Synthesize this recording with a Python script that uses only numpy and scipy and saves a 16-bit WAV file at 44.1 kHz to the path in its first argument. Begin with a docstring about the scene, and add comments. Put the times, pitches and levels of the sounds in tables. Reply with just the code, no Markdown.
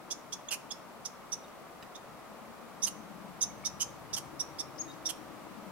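"""Winter woods by a suet cage, heard from a stereo pair, with a distant road's tyre wash behind.
From the start, small birds to the right give sharp chips, both sides of the syrinx sounding at once;
some end in a harsh rasp. Near 1.5 s a feeding woodpecker begins a few soft bill taps, and farther birds
peep. The chips are loudest near 3 s, a vehicle passes far to the left at 4.1 s, and at 4.8 s, after a
last tap, one bird whistles an answer from the left. The trees scatter calls and taps back throughout."""
import sys
import numpy as np
from scipy import signal
from scipy.fft import rfft, irfft
from scipy.io import wavfile

SR = 44100
rng = np.random.default_rng(int(sys.argv[2]) if len(sys.argv) > 2 else 0)


def log_audio(samples):
    """Write samples as a 16-bit WAV file to the path given in sys.argv[1]."""
    # one column per channel
    frames = np.atleast_2d(samples).T
    # limit to full scale, then quantise
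    limited = np.clip(frames, -1, 1)
    pcm = np.round(limited * 32767).astype(np.int16)
    wavfile.write(sys.argv[1], SR, pcm)


N = 251811
TIME = np.arange(N) / SR

# chips to the right: start_s, length_s, top_pitch_hz, level_db, roughness, low_voice_hz, low_voice_db
CHIP_NOTES = [(.102, .032, 6160, -37.3, 1.07, 3435, -47), (.321, .027, 6020, -40, 0.98, 3400, -44),
              (.711, .018, 5300, -39.5, .54, 3430, -47.5), (1.048, .024, 5930, -37.5, 0.7, 3700, -58),
              (1.317, 0.029, 5960, -34.5, .3, 3570, -57), (1.948, .024, 6100, -53.5, .95, 3620, -48.5),
              (2.819, .044, 6220, -29.3, .37, 3700, -58), (3.407, .039, 6320, -28.3, .3, 3690, -50),
              (3.646, .034, 5970, -33.3, 0.54, 3720, -47), (3.797, .042, 6390, -34, 0.83, 3100, -44),
              (4.128, 0.03, 5700, -35.3, 0.82, 3650, -54), (4.393, 0.028, 5870, -32.3, 0.22, 3780, -51),
              (4.583, 0.039, 5610, -37.5, 0.53, 3590, -51), (5.051, .032, 5794, -33, 0.37, 3670, -44)]
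# harsh notes to the right: start_s, length_s, rasp_db, low_voice_hz, low_voice_db
HARSH_NOTES = [(.505, 0.051, -36, 2770, -39.5), (2.864, .027, -36, 3030, -44.5),
               (3.796, 0.043, -43, 2930, -46), (4.16, 0.0364, -38.5, 3150, -46.5),
               (5.087, .028, -38.3, 3130, -40.5)]
# rasp spectra of the chips and of the harsh notes: frequency_hz, relative_density_db
CHIP_RASP_SPECTRUM = [(1500, -35), (2600, -26), (3500, 1.5), (4300, -8.5), (5300, 8), (7000, 1),
                      (8400, -6.5), (9900, -2), (11000, -4.5), (12300, -10), (13500, -28), (16000, -34)]
HARSH_RASP_SPECTRUM = [(400, -16), (900, -2.5), (2000, -9.5), (2900, -28), (4200, -3), (5900, 3),
                       (7300, 0.5), (8400, -1), (9700, 5.5), (11000, -9), (12800, -1.5), (14200, -27),
                       (16000, -22)]
# thin squeaks to the right: start_s, length_s, pitch_hz, low_voice_db, upper_voice_db
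SQUEAK_NOTES = [(.484, .011, 3440, -43, -41.5), (0.494, 0.0082, 2720, -53, -60),
                (0.704, 0.016, 3430, -44, -43)]
# course of the one whistle from the left: time_s, pitch_hz, level_db
ANSWER_CONTOUR = [(4.779, 6560, -59), (4.786, 4810, -47), (4.793, 6440, -44), (4.799, 6470, -38.5),
                  (4.814, 6620, -34), (4.818, 6360, -40), (4.823, 4470, -51)]
# bill on suet and wire: start_s, level_db
BILL_TAPS = [(1.482, -56), (1.826, -44.5), (1.831, -43.5), (1.864, -56), (4.760, -52)]
# resonances of the wire cage: frequency_hz, relative_level_db, t60_s
CAGE_MODES = [(975, -15, .02), (1900, -2, 0.022), (2940, 2, 0.014), (3860, -0.5, 0.01), (5070, 0, 0.011),
              (6160, -5, 0.0085), (7600, -3, 0.0058)]
# peeps far from the microphones: start_s, length_s, pitch_hz, level_db
FAR_PEEPS = [(1.436, 0.017, 3700, -61.5), (3.493, 0.019, 2210, -61.5), (3.633, 0.014, 2240, -55.5),
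             (4.098, 0.023, 2900, -64), (4.873, 0.051, 3760, -55.5)]
# quick slurs, as far off: start_s, first_pitch_hz, last_pitch_hz
FAR_SLURS = [(4.914, 3800, 6300), (4.927, 3800, 5600), (4.937, 6800, 3970)]
# decay of the echo among the trunks: frequency_hz, t60_s
TRUNK_DECAY = [(500, 0.22), (3000, 0.43), (6000, 0.38), (10000, 0.3), (15000, 0.25)]
# tyre noise from the road: frequency_hz, relative_density_db
TYRE_SPECTRUM = [(25, -22.5), (70, -15.5), (105, -18.5), (150, -8), (240, -4.5), (400, -7), (600, -4.5),
                 (900, -6.5), (1220, -6), (1590, -14.5), (2300, -17.5), (3200, -22.5), (6500, -27.5),
                 (15800, -31.5)]
# how alike the road sounds at the two microphones: frequency_hz, correlation
TYRE_CORRELATION = [(60, 0.4), (130, 0.58), (290, -0.0), (640, 0.71), (1410, 0.58), (3100, 0.029),
                    (6820, 0.0), (15000, 0.05)]
# the side the road leans to: frequency_hz, left_minus_right_db
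TYRE_LEAN = [(50, -8), (130, 5), (200, 6.5), (380, 2), (700, 3), (1300, 1.5), (2400, 1.5), (4400, 1),
             (15000, 0)]
# exhaust of the passing vehicle: frequency_hz, relative_density_db
EXHAUST_SPECTRUM = [(30, -25), (52, -9), (66, 6), (95, 1), (135, 11.5), (170, 4), (230, -42)]
# engine drones that swell out of the road noise: peak_s, half_length_s, pitch_hz, level_db
ENGINE_DRONES = [(0, 0.23, 305, -61), (0.896, .5, 195, -65.5), (2.45, 0.26, 220, -60), (3.1, 0.3, 309, -58),
                 (3.285, 0.38, 197.5, -52.5), (4.943, 0.73, 310, -55.5), (5.7, 0.29, 201, -53)]


def chips(arch_per_s=4.134, sum_tone_db=-17, clean_rasp_db=-11.5, rough_adds_db=7):
    """Both sides of the syrinx sound at once: an arched whistle over a low voice, with a rasp."""
    out = np.zeros(N)
    rasp = noise(CHIP_RASP_SPECTRUM) * gain_of(3.3 * flutter(N, hz=500).real)
    for start_s, length_s, top_hz, db, rough, low_hz, low_db in CHIP_NOTES:
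        air, u = breath(length_s, rise=0.44, fall=0.37)
        quaver = 0.018 * flutter(len(u), hz=170).real
        high_track = top_hz * (1 - arch_per_s * length_s * u ** 2 + quaver)  # longer chips arch further
        low_track = low_hz * (1.015 + 0.022 * u - 0.073 * u ** 2)
        high = voice(high_track, rough, flutter_hz=724)
        # the two sides share one airstream, so their sum tone sounds too
        high += gain_of(sum_tone_db) * voice(high_track + low_track, rough=0.79, flutter_hz=380)
        high += gain_of(clean_rasp_db + rough_adds_db * rough) * rasp[round(start_s * SR):][:len(u)]
        low = voice(low_track, rough=0.33, flutter_hz=292) * unit_rms(np.exp(-0.9 * u))
        add(out, start_s, air * (gain_of(db) * high + gain_of(low_db) * low))
    return out


def harsh_notes():
    """The syrinx driven into chaos: a wide, uneven rasp over a rough low voice that sags."""
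    out = np.zeros(N)
    rasp = noise(HARSH_RASP_SPECTRUM) * gain_of(3.8 * flutter(N, hz=400).real)
    for start_s, length_s, rasp_db, low_hz, low_db in HARSH_NOTES:
        air, u = breath(length_s, rise=0.25, fall=0.4)
        low = voice(low_hz * (1 - 0.039 * u), rough=0.93, flutter_hz=290)
        burst = rasp[round(start_s * SR):][:len(u)]
        add(out, start_s, air * (gain_of(rasp_db) * burst + gain_of(low_db) * low))
    return out


def squeaks(upper_ratio=1.95, arch=0.053):
    """Two thin voices arch together, about an octave apart."""
    out = np.zeros(N)
    for start_s, length_s, hz, low_db, upper_db in SQUEAK_NOTES:
        air, u = breath(length_s, rise=0.4, fall=0.61)
        track = hz * (1 - arch * u ** 2)
        low = voice(track, rough=0.48, flutter_hz=290)
        upper = voice(upper_ratio * track, rough=0.3, flutter_hz=740)
        add(out, start_s, air * (gain_of(low_db) * low + gain_of(upper_db) * upper))
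    return out


def answer():
    """A clean whistle that dips, arches and drops."""
    out = np.zeros(N)
    time_s, hz, db = np.transpose(ANSWER_CONTOUR)
    t = np.arange(time_s[0], time_s[-1], 1 / SR)
    whistle = voice(np.interp(t, time_s, hz), rough=0.066, flutter_hz=400)
    add(out, time_s[0], gain_of(np.interp(t, time_s, db)) * whistle)
    return out


def woodpecker_taps(crunch_s=0.0025):
    """The bill cracks into frozen suet; the fat damps the wire cage at once."""
    out = np.zeros(N)
    t = np.arange(SR // 20) / SR
    ring = sum(gain_of(db - 60 * t / t60) * np.sin(2 * np.pi * hz * t) for hz, db, t60 in CAGE_MODES)
    ring /= np.linalg.norm(ring)
    for start_s, db in BILL_TAPS:
        crunch = rng.standard_normal(len(t)) * np.exp(-t / crunch_s)
        cage = signal.fftconvolve(crunch, ring)[:len(t)]
        add(out, start_s, gain_of(db) * (cage + 0.4 * crunch))
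    return out


def far_birds(slur_s=0.0072, slur_db=-58.5):
    """Short, husky peeps and quick slurs from deeper in the woods."""
    out = np.zeros(N)
    for start_s, length_s, hz, db in FAR_PEEPS:
        air, u = breath(length_s, rise=0.94, fall=0.083)
        peep = voice(np.full(len(u), hz), rough=0.35, flutter_hz=150)
        add(out, start_s, gain_of(db) * air * peep)
    for start_s, first_hz, last_hz in FAR_SLURS:
        air, u = breath(slur_s, rise=0.28, fall=0.39)
        slur = voice(np.linspace(first_hz, last_hz, len(u)), rough=0.9, flutter_hz=400)
        add(out, start_s, gain_of(slur_db) * air * slur)
    return out


def tree_echoes(sound, near_db, far_db, near_t60_s=0.056, echoes_per_s=3000):
    """Surfaces near the microphones scatter a quick smear; trunks farther off give a thin, long tail."""
    reflections = rng.standard_normal((2, SR)) * (rng.random((2, SR)) < echoes_per_s / SR)
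    reflections[:, :SR // 400] = 0  # a gap before the first echo
    hz, t, spectrogram = signal.stft(reflections, SR, nperseg=256)
    response = 0
    for db, t60 in ((near_db, near_t60_s), (far_db, curve_at(TRUNK_DECAY, hz)[:, None])):
        tail = signal.istft(spectrogram * gain_of(-60 * t / t60), SR, nperseg=256)[1]
        response += gain_of(db) * tail / np.linalg.norm(tail, axis=1, keepdims=True)
    return signal.fftconvolve(sound[None], response, axes=1)[:, :N]


def tyre_wash(level_db=-50.5, rise_db_per_s=0.33):
    """Tyre noise from the distant road, slowly growing, thinning to a fine hiss in the treble."""
    hz = np.fft.rfftfreq(N, 1 / SR)
    shared, separate = rfft(noise(TYRE_SPECTRUM)), rfft(noise(TYRE_SPECTRUM))
    alike, lean_db = curve_at(TYRE_CORRELATION, hz), curve_at(TYRE_LEAN, hz)
    left = shared * gain_of(lean_db / 2)
    right = (alike * shared + np.sqrt(1 - alike ** 2) * separate) * gain_of(-lean_db / 2)
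    pair = irfft(np.array([left, right]), N)
    return pair / pair.mean(0).std() * gain_of(level_db + rise_db_per_s * (TIME - TIME.mean()))


def engines(nearest_s=4.11, distance_over_speed_s=0.64, rumble_db=-58, blur=0.1):
    """Exhaust rumble that follows a passing vehicle's distance, and blurred drones that swell and fade."""
    relative_distance = np.hypot(1, (TIME - nearest_s) / distance_over_speed_s)
    out = gain_of(rumble_db) * noise(EXHAUST_SPECTRUM) / relative_distance
    for peak_s, half_length_s, hz, db in ENGINE_DRONES:
        swell = np.exp(-((TIME - peak_s) / half_length_s) ** 2 / 2)
        band = signal.butter(2, [hz * (1 - blur), hz * (1 + blur)], "bandpass", fs=SR, output="sos")
        out += gain_of(db) * swell * unit_rms(signal.sosfilt(band, rng.standard_normal(N)))
    return out


def traffic():
    """The engines lie far to the left; the right microphone gets mostly scattered sound."""
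    direct, scattered = engines(), engines()
    return np.array([1.71 * direct, 0.16 * direct + 0.38 * scattered])


def breath(length_s, rise, fall):
    """Air pressure over a note (rise and fall are shares of it), and the position u in it, -1 to 1."""
    progress = np.linspace(0, 1, max(int(length_s * SR), 64))
    onset = np.sin(np.pi / 2 * np.minimum(progress / rise, 1))
    release = np.sin(np.pi / 2 * np.minimum((1 - progress) / fall, 1))
    u = 2 * progress - 1
    return unit_rms(onset * release * gain_of(-5.5 * u ** 2)), u


def voice(track_hz, rough, flutter_hz):
    """One side of a syrinx: a tone that breaks up into fast irregular flutter as rough nears 1."""
    rough = np.clip(rough, 0, 1)
    wobble = np.sqrt(1 - rough ** 2) + rough * flutter(len(track_hz), flutter_hz)
    phase = 2 * np.pi * np.cumsum(track_hz) / SR
    return unit_rms((wobble * np.exp(1j * phase)).real)


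def flutter(size, hz):
    """Complex random wobble with rates up to about hz."""
    white = rng.standard_normal(size) + 1j * rng.standard_normal(size)
    rolloff = np.sqrt(1 + (np.fft.fftfreq(size, 1 / SR) / hz) ** 4)
    return unit_rms(np.fft.ifft(np.fft.fft(white) / rolloff))


def noise(spectrum):
    """Noise of a given spectrum, rms 1."""
    colour = gain_of(curve_at(spectrum, np.fft.rfftfreq(N, 1 / SR)))
    return unit_rms(irfft(rfft(rng.standard_normal(N)) * colour, N))


def place(sound, lean_db, lag_ms):
    """A bearing at the microphones: left minus right level, and the delay of the left side."""
    delay = np.exp(-2j * np.pi * np.fft.rfftfreq(N, 1 / SR) * lag_ms / 1000)
    left, right = unit_rms(gain_of([lean_db / 2, -lean_db / 2]))
    return np.array([left * irfft(rfft(sound) * delay, N), right * sound])


def gain_of(db):
    """Decibels to a factor."""
    return 10 ** (np.asarray(db) / 20)


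def unit_rms(x):
    """Scales to an rms of 1."""
    return x / np.sqrt(np.mean(abs(x) ** 2) + 1e-20)


def curve_at(table, hz):
    """Reads a table on a log-frequency axis."""
    table_hz, values = np.transpose(table)
    return np.interp(np.log(hz + 1), np.log(table_hz + 1), values)


def add(mix, start_s, sound):
    """Mixes a sound in at start_s."""
    part = mix[max(round(start_s * SR), 0):][:len(sound)]
    part += sound[:len(part)]


def scene():
    """From the microphones: birds on both sides, the feeder a little right of centre, the road behind."""
    right_birds = chips() + squeaks() + harsh_notes()
    left_bird, far, bill = answer(), far_birds(), woodpecker_taps()
    direct = place(right_birds, lean_db=-9, lag_ms=0.072) + place(left_bird, lean_db=13, lag_ms=-0.049)
    direct += place(far, lean_db=0, lag_ms=0.024) + place(bill, lean_db=-4, lag_ms=0)
    echoes = tree_echoes(right_birds + bill, near_db=-10, far_db=-16.5) * gain_of([[-0.6], [0.6]])
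    echoes += tree_echoes(left_bird + far, near_db=-15, far_db=-10)  # farther birds have more tail
    return direct + echoes + tyre_wash() + traffic()


def record(dry):
    """The recorder's band limit."""
    lowpass = signal.firwin(511, cutoff=15950, window=("kaiser", 9), fs=SR)
    return signal.oaconvolve(dry, lowpass[None], "same")


dry = scene()
out = record(dry)
log_audio(out)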